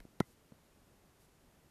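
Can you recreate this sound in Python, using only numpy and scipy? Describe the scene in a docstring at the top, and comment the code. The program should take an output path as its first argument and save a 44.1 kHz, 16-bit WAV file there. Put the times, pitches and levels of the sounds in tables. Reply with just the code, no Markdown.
"""Outdoors, at no distance: the built-in microphone of a small plastic-cased camera hears its own case.
From the start: low air rumble and hiss (shaped noise), a faint whine (sines), a sway and latch ticks (ringing
modes), then two soft bumps. At 0.2 s the hand lets go: the latch ticks, the case is pushed and snaps back with a
thump (pressure steps, body modes, rattle), and sways. The treble hiss swells (noise humps) around 0.3 s, two
softer bumps follow at 0.52 s, and the hiss swells again around 1.2 s."""
import sys
import numpy as np
from scipy import signal
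from scipy.fft import rfft, irfft
from scipy.io import wavfile
from scipy.ndimage import uniform_filter1d

SR = 44100
rng = np.random.default_rng(int(sys.argv[2]) if len(sys.argv) > 2 else 0)


def to_wav(sig):
    """Store sig (one row per channel, or 1-D mono) as 16-bit WAV at the path in sys.argv[1].

    Samples outside -1..1 are clipped; the rate is SR.
    """
    pcm = np.clip(np.atleast_2d(sig), -1, 1) * 32767
    pcm = np.round(pcm).astype(np.int16)
    wavfile.write(sys.argv[1], SR, pcm.T)  # frames by channels


def invert_db(x):
    """Field ratio 10**(x/20) for x, a level in decibels (scalar or array-like)."""
    u = np.asarray(x, float) / 20
    return 10 ** u


N = 74970  # samples, 1.7 s

# Colour of the air noise at the microphone. Each row: frequency in Hz, relative density in dB.
AIR_COLOUR = [(12, -24), (22, -5.5), (45, -3), (100, -5.5), (220, -6), (500, -11.5), (1000, -17),
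              (2000, -22), (4000, -26.5), (8000, -28), (14500, -29)]
# Thin tones of the electronics. Each row: frequency in Hz, rms level in dB.
WHINE_TONES = [(6799, -93), (13593, -100)]
# The whole camera sways on its mount. Each row: start in seconds, frequency in Hz, level in dB, T60 in seconds.
MOUNT_SWAYS = [(.0001, 34.3, -48.5, 0.16), (0.215, 70.6, -51, .06), (.226, 111, -47, 0.052)]
# Ticks of the latch on the case. Each row: time in seconds, click level in dB before the shell rings.
LATCH_TICKS = [(.0021, -56), (.0029, -57), (.0034, -50.5), (.20205, -33), (.2023, -34), (.2026, -32.5),
               (.2031, -33.5), (.2036, -43)]
# Stiff shell modes rung by a tick. Each row: frequency in Hz, gain in dB, T60 in seconds.
SHELL_MODES = [(700, -15, 0.017), (1750, -7.5, 0.0099), (2186, -9.5, 0.017), (1924, -24.5, 0.077),
               (2045, -25, .1), (2615, -13.5, 0.011), (3110, -0.5, 0.0033), (4000, -13.5, 0.0046),
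               (4330, -9, 0.0084), (5040, -9, 0.0054), (5600, -24, 0.0022), (8200, -17.5, 0.002),
               (9480, -9, 0.0017), (10660, -10, 0.0031), (10830, -16, 0.007), (13300, -28, 0.0026)]
# Pushes on the case that build up and let go. Each row: release in seconds, level in dB before the leak,
# direction (1 or -1), build-up time constant in seconds, duration of letting go in seconds.
CASE_PUSHES = [(.0062, -48.5, 1, 0.0034, 0.00067), (0.0529, -40.5, 1, 0.0013, 0.0012),
               (0.2058, -13, 1, 0.00087, 0.00059), (0.2075, -26.5, -1, 0.00021, 0.00035),
               (.5210, -45.5, 1, 0.0031, 0.00053), (0.5237, -44, -1, 0.0018, 0.0011)]
# Body modes rung when a push lets go. Each row: frequency in Hz, gain in dB, T60 in seconds.
BODY_MODES = [(189, -10.5, 0.042), (367, -13.5, 0.017), (650, -29, 0.023), (1027, -25.5, 0.061),
              (1206, -36, 0.015), (1334, -18, 0.042), (1500, -36, .02), (1805, -31, 0.024),
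              (2065, -20, 0.016)]
# Swells of the treble hiss. Each row: centre in seconds, length in seconds, level in dB before the top is rounded.
HISS_SWELLS = [(0.292, .12, -74), (1.229, 0.086, -73.5)]


def level(x, db):
    """Scale to an rms level in dB."""
    return x * invert_db(db) / np.sqrt(np.mean(x ** 2))


def ring(x, modes):
    """Sum of damped sines excited by x, each a one-pole complex resonator."""
    out = np.zeros(N)
    for hz, db, t60 in modes:
        pole = np.exp((2j * np.pi * hz - np.log(1000) / t60) / SR)
        out += invert_db(db) * signal.lfilter([1], [1, -pole], x).imag
    return out


def band(low_hz, high_hz):
    """Unit-rms noise between two frequencies."""
    sos = signal.butter(2, (low_hz, high_hz), "band", fs=SR, output="sos")
    return level(signal.sosfilt(sos, rng.standard_normal(N)), 0)


def impulses(rows):
    """Clicks at (seconds, dB), each a sinc cut off 8 samples either side, to fall between samples."""
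    out = np.zeros(N)
    for s, db in rows:
        offset = np.arange(N) - s * SR
        out += invert_db(db) * np.sinc(offset) * (abs(offset) < 8)
    return out


def air():
    """Coloured air noise; small gusts make its low part flutter."""
    air_db, gust_db = -66.5, 1.5  # rms of the whole; rms of the flutter
    gust_s, gust_hz = 1 / 66, 556  # averaging time of the flutter; it fades out above this frequency
    hz = np.fft.rfftfreq(N, 1 / SR) + 1  # 1 Hz up, so the log is finite
    table_hz, table_db = np.transpose(AIR_COLOUR)
    colour = invert_db(np.interp(np.log(hz), np.log(table_hz), table_db))
    noise = rfft(rng.standard_normal(N)) * colour
    low_share = 1 / (1 + (hz / gust_hz) ** 2)
    low = irfft(noise * low_share, N)
    high = irfft(noise * (1 - low_share), N)
    window = int(SR * gust_s)
    gust = uniform_filter1d(uniform_filter1d(rng.standard_normal(N), window), window)
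    flutter = invert_db(gust_db * level(gust, 0))
    return level(low * flutter + high, air_db)


def whine():
    """Thin tones of the electronics on one shared clock that wavers a little."""
    waver = .00015  # rms share of the pitch
    drift = level(uniform_filter1d(rng.standard_normal(N), SR // 10), 0)
    clock = np.cumsum(1 + waver * drift) / SR  # seconds
    return sum(np.sqrt(2) * invert_db(db) * np.sin(2 * np.pi * hz * clock) for hz, db in WHINE_TONES)


def sway():
    """The camera on its mount swings as damped low modes, each set off once."""
    return sum(ring(impulses([(s, db)]), [(hz, 0, t60)]) for s, hz, db, t60 in MOUNT_SWAYS)


def latch():
    """Ticks pull the shell inward, hence the minus, and ring its modes."""
    return -ring(impulses(LATCH_TICKS), SHELL_MODES)


def bumps(t):
    """Pressure builds, lets go along a half cosine, leaks away and rings the body until the fingers grip it."""
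    vent_hz, vent_q, direct_db = 176, 1.01, -1  # the push leaks out of the microphone chamber
    # harder pushes throw the fingers off for longer; then their grip damps the ring
    free_s_per_db, held_db, grip_t60_s = .00015, -55, .01
    rattle_db, rattle_rise_s, rattle_t60_s = -32.5, .001, .015
    rattle = band(1920, 6000)
    vent = 2 * np.pi * vent_hz
    high_pass = signal.bilinear([1, 0, 0], [1, vent / vent_q, vent ** 2], SR)
    out = np.zeros(N)
    for release, db, direction, build_s, let_go_s in CASE_PUSHES:
        u = t - release + let_go_s / 2  # seconds since letting go began
        before, after = np.minimum(u, 0), np.maximum(u, 0)
        let_go = (1 + np.cos(np.pi * np.clip(u / let_go_s, 0, 1))) / 2
        push = direction * np.exp(before / build_s) * let_go
        pressure = invert_db(direct_db) * signal.lfilter(*high_pass, push)
        free_s = free_s_per_db * (db - held_db)
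        grip = np.exp(-np.log(1000) * np.maximum(u - free_s, 0) / grip_t60_s)
        body = grip * ring(np.gradient(push), BODY_MODES)
        buzz = np.exp(before / rattle_rise_s - np.log(1000) * after / rattle_t60_s)
        out += invert_db(db) * (pressure + body + invert_db(rattle_db) * buzz * rattle)
    return out


def hiss_swells(t):
    """Preamp hiss swells in the treble: noise under soft humps."""
    steepness = 1.9  # higher gives steeper flanks and a flatter top
    humps = np.zeros(N)
    for centre, length, db in HISS_SWELLS:
        arch = np.cos(np.pi * np.clip((t - centre) / length, -.5, .5))
        humps += invert_db(db) * np.tanh(steepness * arch)
    return humps * band(3470, 14500)


def scene():
    """All sources at the one built-in microphone."""
    t = np.arange(N) / SR
    mix = air() + whine() + sway() + latch() + bumps(t) + hiss_swells(t)
    return mix[None]


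def low_pass(x):
    """Removes everything above the highest recorded frequency."""
    return signal.sosfilt(signal.butter(12, 14830, fs=SR, output="sos"), x)


def record(dry):
    """The recorder cuts the top steeply above 13.5 kHz."""
    top_cut = signal.cheby1(8, .3, 13500, fs=SR, output="sos")  # order 8, 0.3 dB ripple
    finished = signal.sosfilt(top_cut, dry)
    return low_pass(finished)


dry = scene()
out = record(dry)
to_wav(out)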